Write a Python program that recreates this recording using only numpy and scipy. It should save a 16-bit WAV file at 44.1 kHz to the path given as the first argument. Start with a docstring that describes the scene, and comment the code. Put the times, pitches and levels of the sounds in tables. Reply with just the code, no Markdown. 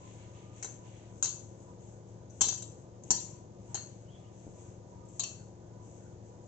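"""Glass bangles clash on a wrist and knock the rim of a steel bowl as a hand kneads flour in it.
Each clash is a short rattle that rings the bangles and the bowl and fades in a hard kitchen.
The hand thuds softly on the bowl bottom, and the flour rustles with each stroke.
Behind it a fan hums on the orders of its shaft and a bird chirps faintly outside,
all heard through the two ports of a phone close to the bowl."""
import sys
import numpy as np
from scipy import signal
from scipy.fft import rfft, irfft
from scipy.io import wavfile
from scipy.ndimage import uniform_filter1d

SR = 44100
rng = np.random.default_rng(int(sys.argv[2]) if len(sys.argv) > 2 else 0)


def put_to_file(sound):
    """Save the sound as 16-bit audio at rate SR, in the file named by the first command-line argument."""
    columns = np.atleast_2d(sound).T  # one column per channel
    safe = np.clip(columns, -1, 1)
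    whole_steps = np.round(safe * 32767)
    wavfile.write(sys.argv[1], SR, whole_steps.astype(np.int16))


N = 285581
T = np.arange(N) / SR
HZ = np.arange(N // 2 + 1) * SR / N


def clashes(tap_count=5, rattle_s=.004, bounce_s=.005, scatter_db=3.5):
    """Glass hits glass and steel in a few fading taps, each waking the modes in a new mix."""
    # clashes: t/s, relative level/dB, favoured bangle f/Hz, bowl trim/dB, favoured bowl f/Hz,
    # knock trim/dB, favoured knock f/Hz
    hits = [(0.6263, -30, 6400, -23.5, 2440, -12.5, 2050), (.645, -30, 6420, -25.5, 3850, -12, 1500),
            (1.226, -19, 6560, -24.5, 3930, -22, 1400), (1.243, -23, 6200, -21.5, 4480, -21, 1000),
            (1.256, -27, 6000, -17, 3900, -29.5, 1000), (1.273, -35.5, 6800, -18, 3500, -30.5, 900),
            (1.292, -43.5, 6170, -13, 3460, -26, 900), (2.298, -52, 6230, -34, 2640, -31, 800),
            (2.4089, -14, 6880, -19, 4220, -20.5, 1220), (2.4161, -15.5, 6060, -17.5, 3270, -22, 780),
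            (2.44, -27, 6730, -14, 3930, -19.5, 720), (2.453, -30, 6940, -14, 4850, -28, 470),
            (2.465, -29, 5840, -19, 3930, -18, 480), (2.485, -21, 6060, -18.5, 3760, -26.5, 680),
            (2.525, -30, 6530, -20, 3930, -16.5, 624), (2.58, -37.5, 6250, -20, 3160, -27, 663),
            (2.622, -36.5, 7650, -16, 3830, -23, 490), (3.036, -48.5, 6340, -31, 4900, -27, 770),
            (3.1057, -14.5, 6020, -22.5, 4400, -21, 880), (3.113, -22, 6200, -26.5, 4330, -15, 800),
            (3.14, -39.5, 6380, -15, 3100, -19, 482), (3.171, -40.5, 6200, -15, 4030, -26, 880),
            (3.199, -40, 6300, -15, 3900, -25.5, 472), (3.249, -50, 7200, -12, 4400, -37, 490),
            (3.7444, -27, 6530, -14.5, 4280, -14.5, 688), (3.755, -33, 7400, -20.5, 4360, -13, 1570),
            (3.773, -42, 6300, -10, 4280, -2.5, 1490), (5.053, -61.5, 7400, -22, 2800, -25, 800),
            (5.086, -54.5, 7500, -31, 3080, -27, 790), (5.1952, -21.5, 6580, -16, 3990, -19.5, 1100),
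            (5.2352, -28.5, 5830, -11.5, 2520, -17.5, 1200), (5.28, -52.5, 6170, -9, 4580, -33, 900)]
    # modes of the glass bangles: f/Hz, level/dB, t60/s
    bangle_modes = [(5455, -22, 0.02), (5870, -12.5, 0.011), (5822, -0.5, 0.022), (5870, -5.5, 0.028),
                    (6100, -0.5, 0.051), (6360, -12, 0.066), (6725, -4.5, 0.018), (6560, -5, .05),
                    (6700, -18, 0.01), (6470, -1, 0.027), (7280, -3, 0.043), (7500, -4.5, 0.022),
                    (7420, -1, 0.045), (6900, 4, .03), (7480, 0.5, 0.024), (7487, 2, 0.041),
                    (8090, -2, 0.019), (7500, -8, 0.028), (8770, -14.5, 0.0085)]
    # bright modes of the steel bowl: f/Hz, level/dB, t60/s
    bowl_modes = [(2640, -3, .12), (2767, -3, .12), (2930, -9, .08), (3106, -2, .16), (3155, -4, .14),
                  (3330, -12, .05), (3510, -6, .11), (3630, -9, .08), (3760, -12, .05), (3932, -3, .12),
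                  (4060, -10, .06), (4225, -3, .18), (4320, -8, .09), (4445, -4, .16), (4645, -5, .15),
                  (4840, -5, .14), (4985, -9, .08), (5250, -11, .05)]
    # the bowl's low, flour-damped modes: f/Hz, level/dB, t60/s
    knock_modes = [(442, 2.5, 0.037), (742, 3.5, 0.016), (802, -6, .03), (976, 0, 0.023), (1160, -4, 0.018),
                   (1510, -4, 0.02), (1834, -7, 0.013), (2220, -4, 0.013)]
    # every clash bounces once, softer and leaning more on the bowl
    bounces = np.array(hits) + [bounce_s, -4.5, 0, 2.5, 0, 0, 0]
    bounces[:, 0] += .4 * bounce_s * rng.standard_normal(len(hits))
    start, hit_db, glass_hz, bowl_db, bowl_hz, knock_db, knock_hz = np.concatenate([hits, bounces]).T
    lateness = np.cumsum(rng.exponential(1, (len(start), tap_count)), axis=1)
    lateness = (lateness - lateness[:, :1]) / tap_count
    at = ((start[:, None] + lateness * rattle_s) * SR).astype(int)
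    force = undb(hit_db[:, None] - 10.7 * lateness - 13.5)

    def strike(modes, favoured_hz, trim_db, width_oct, boost_db):
        """Each tap shares its energy among the modes; those near the favoured pitch ring most."""
        draws = rng.standard_normal((len(start), len(modes), tap_count, 4))
        scatter, phase, *port_phases = draws.transpose(3, 1, 0, 2)
        detune = np.log2(np.array(modes)[:, :1] / favoured_hz) / width_oct
        share = undb(scatter_db * scatter + boost_db * np.exp(-detune ** 2)[:, :, None])
        share /= np.sqrt(np.mean(share ** 2, axis=0))
        strength = force * undb(trim_db)[..., None] * share
        # a mode radiates unevenly, so each port hears it with its own phase
        gains = [strength * np.exp(9j * phase + 1.2j * own) for own in port_phases]
        return ring(modes, at, np.stack(gains, 1))

    polarity = rng.choice([-1., 1.], (len(start), tap_count, 2))
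    contact = np.array([taps(at, force * polarity[..., port]) for port in range(2)])
    crack = undb(16.5) * band(band(contact, 5900, 2200), 5900, 2600)
    crack += undb(-9) * band(band(contact, 3800, 2500), 3800, 3000)
    knock = strike(knock_modes, knock_hz, knock_db + 7.5, width_oct=.4, boost_db=11)
    glass = strike(bangle_modes, glass_hz, 0, width_oct=.1, boost_db=9.5)
    steel = strike(bowl_modes, bowl_hz, bowl_db + 3.5, width_oct=.11, boost_db=11.5)
    return glass + steel + crack + band(knock, 1100, 2500)


def ring(modes, at, gains):
    """Taps ring each mode as a dying sine; gains has shape (modes, ports, clashes, taps)."""
    out = np.zeros((2, N))
    for (hz, db, t60), gain in zip(modes, gains):
        pole = np.exp(2j * np.pi * hz / SR - np.log(1000) / (t60 * SR))
        for port in range(2):
            out[port] += undb(db) * signal.lfilter([1], [1, -pole], taps(at, gain[port])).imag
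    return out


def thuds():
    """Soft pushes ring the bowl bottom and the counter for a moment."""
    # blows of the hand on the bowl bottom: t/s, relative level/dB
    blows = [(1.235, -56), (2.413, -38.5), (2.472, -44.5), (3.106, -34.5), (3.748, -47), (4.467, -42),
             (4.477, -43)]
    start, db = np.transpose(blows)
    impulses = taps((start * SR).astype(int), undb(db + 11.5))
    push = np.convolve(impulses, np.hanning(70))[:N]
    return band(push, 185, 70.1) + undb(-3) * band(push, 300, 150) + undb(-4) * band(push, 45, 54)


def flour():
    """Dense grains slide on steel: a fine hiss and a coarser rustle, each with a quick flicker."""
    # strokes of the hand through the flour: t/s, length/s, hiss level/dB, rustle level/dB
    strokes = [(-.05, 0.45, -64.5, -67.5), (0.17, 0.16, -89, -72), (0.326, 0.24, -70.5, -67.5),
               (0.519, 0.31, -61.5, -67), (0.798, 0.35, -68, -66), (1.07, 0.58, -66, -79),
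               (1.572, 0.22, -69, -85), (1.776, 0.24, -66, -80), (2.064, 0.13, -77, -91),
               (2.282, .6, -62, -78.5), (3.02, 0.44, -61, -71.5), (3.579, 0.55, -67.5, -75),
               (4.075, 0.3, -77.5, -75.5), (4.31, 0.46, -69, -79.5), (4.542, 0.28, -68.5, -79),
               (4.863, 0.15, -75.5, -92), (5.049, 0.49, -64, -81.5), (5.784, 0.4, -67.5, -80),
               (6.22, .18, -74, -92), (6.41, .15, -73, -95)]
    resting = undb([-86, -88])[:, None]
    kneading = sum(undb(db)[:, None] * swell(start, length, rise=.22, fall_db=15.5)
                   for start, length, *db in strokes)
    hiss_gain, rustle_gain = resting + kneading
    grains = rng.standard_normal((2, 2, N)) * undb(2 * rng.exponential(1, (2, 2, N)))
    hiss = signal.sosfilt(signal.butter(3, [5950, 8100], "band", fs=SR, output="sos"), grains[0])
    hiss = level(hiss, 0) * hiss_gain * undb(.83 * walk(12))
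    rustle = band(band(grains[1], 2300, 1300), 3100, 2200)
    rustle = level(rustle, 0) * rustle_gain * undb(2.1 * walk(26))
    return hiss + rustle


def kitchen(x, t60_s=.41, echo_db=-3.5):
    """Dense echoes off hard walls, unrelated at the two ports."""
    t = T[:int(.7 * SR)]
    tail = rng.standard_normal((2, len(t))) * undb(-60 * t / t60_s) * (1 - np.exp(-t / .002))
    tail /= np.sqrt(np.sum(tail[0] ** 2))
    return undb(echo_db) * signal.fftconvolve(x, tail, axes=1)[:, :N]


def fan(shaft_hz=11.068, blades=4, left_lag_samples=13):
    """The shaft hums on its wavering orders, over rushing air and a ringing housing."""
    # partials of the hum: multiple of the shaft rate, level/dB
    orders = [(6, -70), (8, -62), (10, -52.5), (11, -66), (12, -64.5), (14, -63.5), (16, -82.5),
              (17, -59.5), (18, -75.5), (19, -77), (21, -73.5), (26, -67.5), (29, -69), (30, -68),
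              (32, -60.5), (35, -74), (39, -78.5), (40, -73.5), (42, -75), (44, -67.5), (46, -74.5),
              (48, -70.5), (50, -71), (56, -73)]
    # slow rise and fall of the hum: t/s, relative level/dB
    contour = [(0.0, -55.5), (1.8, -55.5), (2.299, -56), (2.63, -53), (2.901, -57), (3.209, -51.5),
               (3.49, -57), (3.87, -54.5), (4.29, -56.5), (4.5, -55.5), (6.47, -55.5)]
    times, contour_db = np.transpose(contour)
    angle = 2 * np.pi * shaft_hz * T + .016 * walk(1.5)
    hum = sum(undb(db + walk(3.7)) * np.cos(k * angle + .02025 * k ** 2) for k, db in orders)
    hum *= undb(np.interp(T, times, contour_db - contour_db.mean()))
    left, right = hum + fan_air(blades * angle) + fan_housing()
    return np.array([np.roll(left, left_lag_samples), right])


def fan_air(blade_phase):
    """Air rushes from the fan, and each blade pushes a puff."""
    # spectrum of the rush: f/Hz, relative level/dB
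    spectrum = [(15, -55.5), (25, -13.5), (43, -17), (114, -3.5), (242, -12.5), (347, -14.5), (487, -11.5),
                (751, -18), (980, -23), (1340, -38.5), (4590, -41), (6920, -34), (8000, -42),
                (10400, -80.5), (17600, -120)]
    # stereo likeness of the rush: f/Hz, share of power common to both ports
    likeness = [(30, .6), (100, 0.99), (350, 0.78), (700, 0.53), (1200, 0.072), (2500, 0.14)]
    shared = over_hz(likeness)
    common, *own = rfft(rng.standard_normal((3, N)))
    noise = np.sqrt(shared) * common + np.sqrt(1 - shared) * np.array(own)
    rush = irfft(undb(over_hz(spectrum)) * noise, N)
    return level(rush * (1 + .061 * np.cos(blade_phase)), -54.5)


def fan_housing(ring_width_hz=11):
    """The housing resonates unsteadily, and now and then a narrow ring swells in the hum."""
    # housing resonances: f/Hz, width/Hz, level/dB
    resonances = [(1470, 110, -83.5), (686, 12, -79), (800, 42, -84), (979, 20, -75), (1209, 34, -81)]
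    # passing rings: centre t/s, half length/s, f/Hz, level/dB
    rings = [(0.032, 0.071, 1015, -59.5), (0.472, 0.16, 1211, -73), (0.845, 0.057, 986, -63),
             (1.14, 0.092, 976, -71), (1.699, 0.034, 976, -60.5), (2.168, 0.066, 974, -69),
             (3.405, 0.062, 990, -69), (3.715, 0.031, 946, -57.5), (4.64, 0.052, 974, -68),
             (4.977, 0.1, 956, -62.5), (5.49, 0.084, 976, -72), (5.82, 0.12, 987, -66.5),
             (6.384, .1, 970, -71)]
    out = np.zeros((2, N))
    for hz, width, db in resonances:
        resonance = band(rng.standard_normal((2, N)), hz, width)
        out += level(resonance, db) * undb(6.1 * walk(11))
    for centre, half_length, hz, db in rings:
        narrow = band(rng.standard_normal((2, N)), hz, ring_width_hz)
        out += level(narrow, db) * np.exp(-((T - centre) / half_length) ** 2)
    return out


def bird(glide_share=.22):
    """Two faint rising whistles, unsteady in pitch and strength after the long way in."""
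    # calls: t/s, length/s, first f/Hz, last f/Hz, level/dB
    calls = [(4.053, 0.19, 2540, 3440, -68), (4.235, .06, 2620, 3070, -69)]
    out = np.zeros(N)
    for start, length, first_hz, last_hz, db in calls:
        glide = np.exp(-np.maximum(T - start, 0) / (glide_share * length))
        pitch = (last_hz + (first_hz - last_hz) * glide) * (1 + .058 * walk(300))
        gain = swell(start, length, rise=.3, fall_db=20) * undb(db + 4.6 * walk(82))
        out += gain * np.sin(2 * np.pi * np.cumsum(pitch) / SR)
    return out


def undb(db):
    """Decibels to gain."""
    return 10 ** (np.asarray(db) / 20)


def level(x, db):
    """Scale to an rms level."""
    return x * undb(db) / np.sqrt(np.mean(x ** 2))


def over_hz(table):
    """A curve of (f/Hz, value) points read at every frequency, straight on a log axis."""
    hz, value = np.transpose(table)
    return np.interp(np.log(HZ + 1), np.log(hz + 1), value)


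def band(x, hz, width):
    """Two-pole resonance, gain 1 at the centre."""
    return signal.lfilter(*signal.iirpeak(hz, hz / width, SR), x)


def walk(rate):
    """Smooth drift: random values held 1 / rate s and slewed twice."""
    hold = int(SR / rate)
    steps = np.repeat(rng.standard_normal(N // hold + 1), hold)
    return .78 * uniform_filter1d(uniform_filter1d(steps, hold), hold)[:N]


def taps(at, gain):
    """Impulses of the given gains at the given samples."""
    x = np.zeros(N, gain.dtype)
    np.add.at(x, np.minimum(at, N - 1).ravel(), gain.ravel())
    return x


def swell(start, length, rise, fall_db):
    """Envelope that rises over a share of the length, then fades by fall_db and stops."""
    progress = (T - start) / length
    attack = np.clip(progress / rise, 0, 1)
    fade = undb(-fall_db * np.clip((progress - rise) / (1 - rise), 0, 1) ** 2)
    release = np.clip((1 - progress) * 10, 0, 1)
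    return attack * fade * release


def scene():
    """Clashes, thuds and bird echo in the kitchen, over dry flour and the steady fan."""
    events = clashes() + thuds() + bird()
    return events + kitchen(events) + flour() + fan()


def record(dry, top_hz=7900):
    """The phone's two ports colour the sound in opposite ways; the top is cut."""
    # balance between the ports: f/Hz, left minus right level/dB
    balance = [(60, 4.5), (340, 5), (600, -1), (1000, -4.5), (1400, -6.5), (1750, -11.5), (2100, -5),
               (2600, 1), (3800, 3), (5200, 6), (5900, 8), (6550, 13.5), (7250, 6.5), (8000, 3)]
    tilt_db = over_hz(balance) / 2
    coloured = irfft(rfft(dry) * undb([tilt_db, -tilt_db]), N)
    return signal.sosfilt(signal.ellip(9, .5, 60, top_hz, fs=SR, output="sos"), coloured)


dry = scene()
out = record(dry)
put_to_file(out)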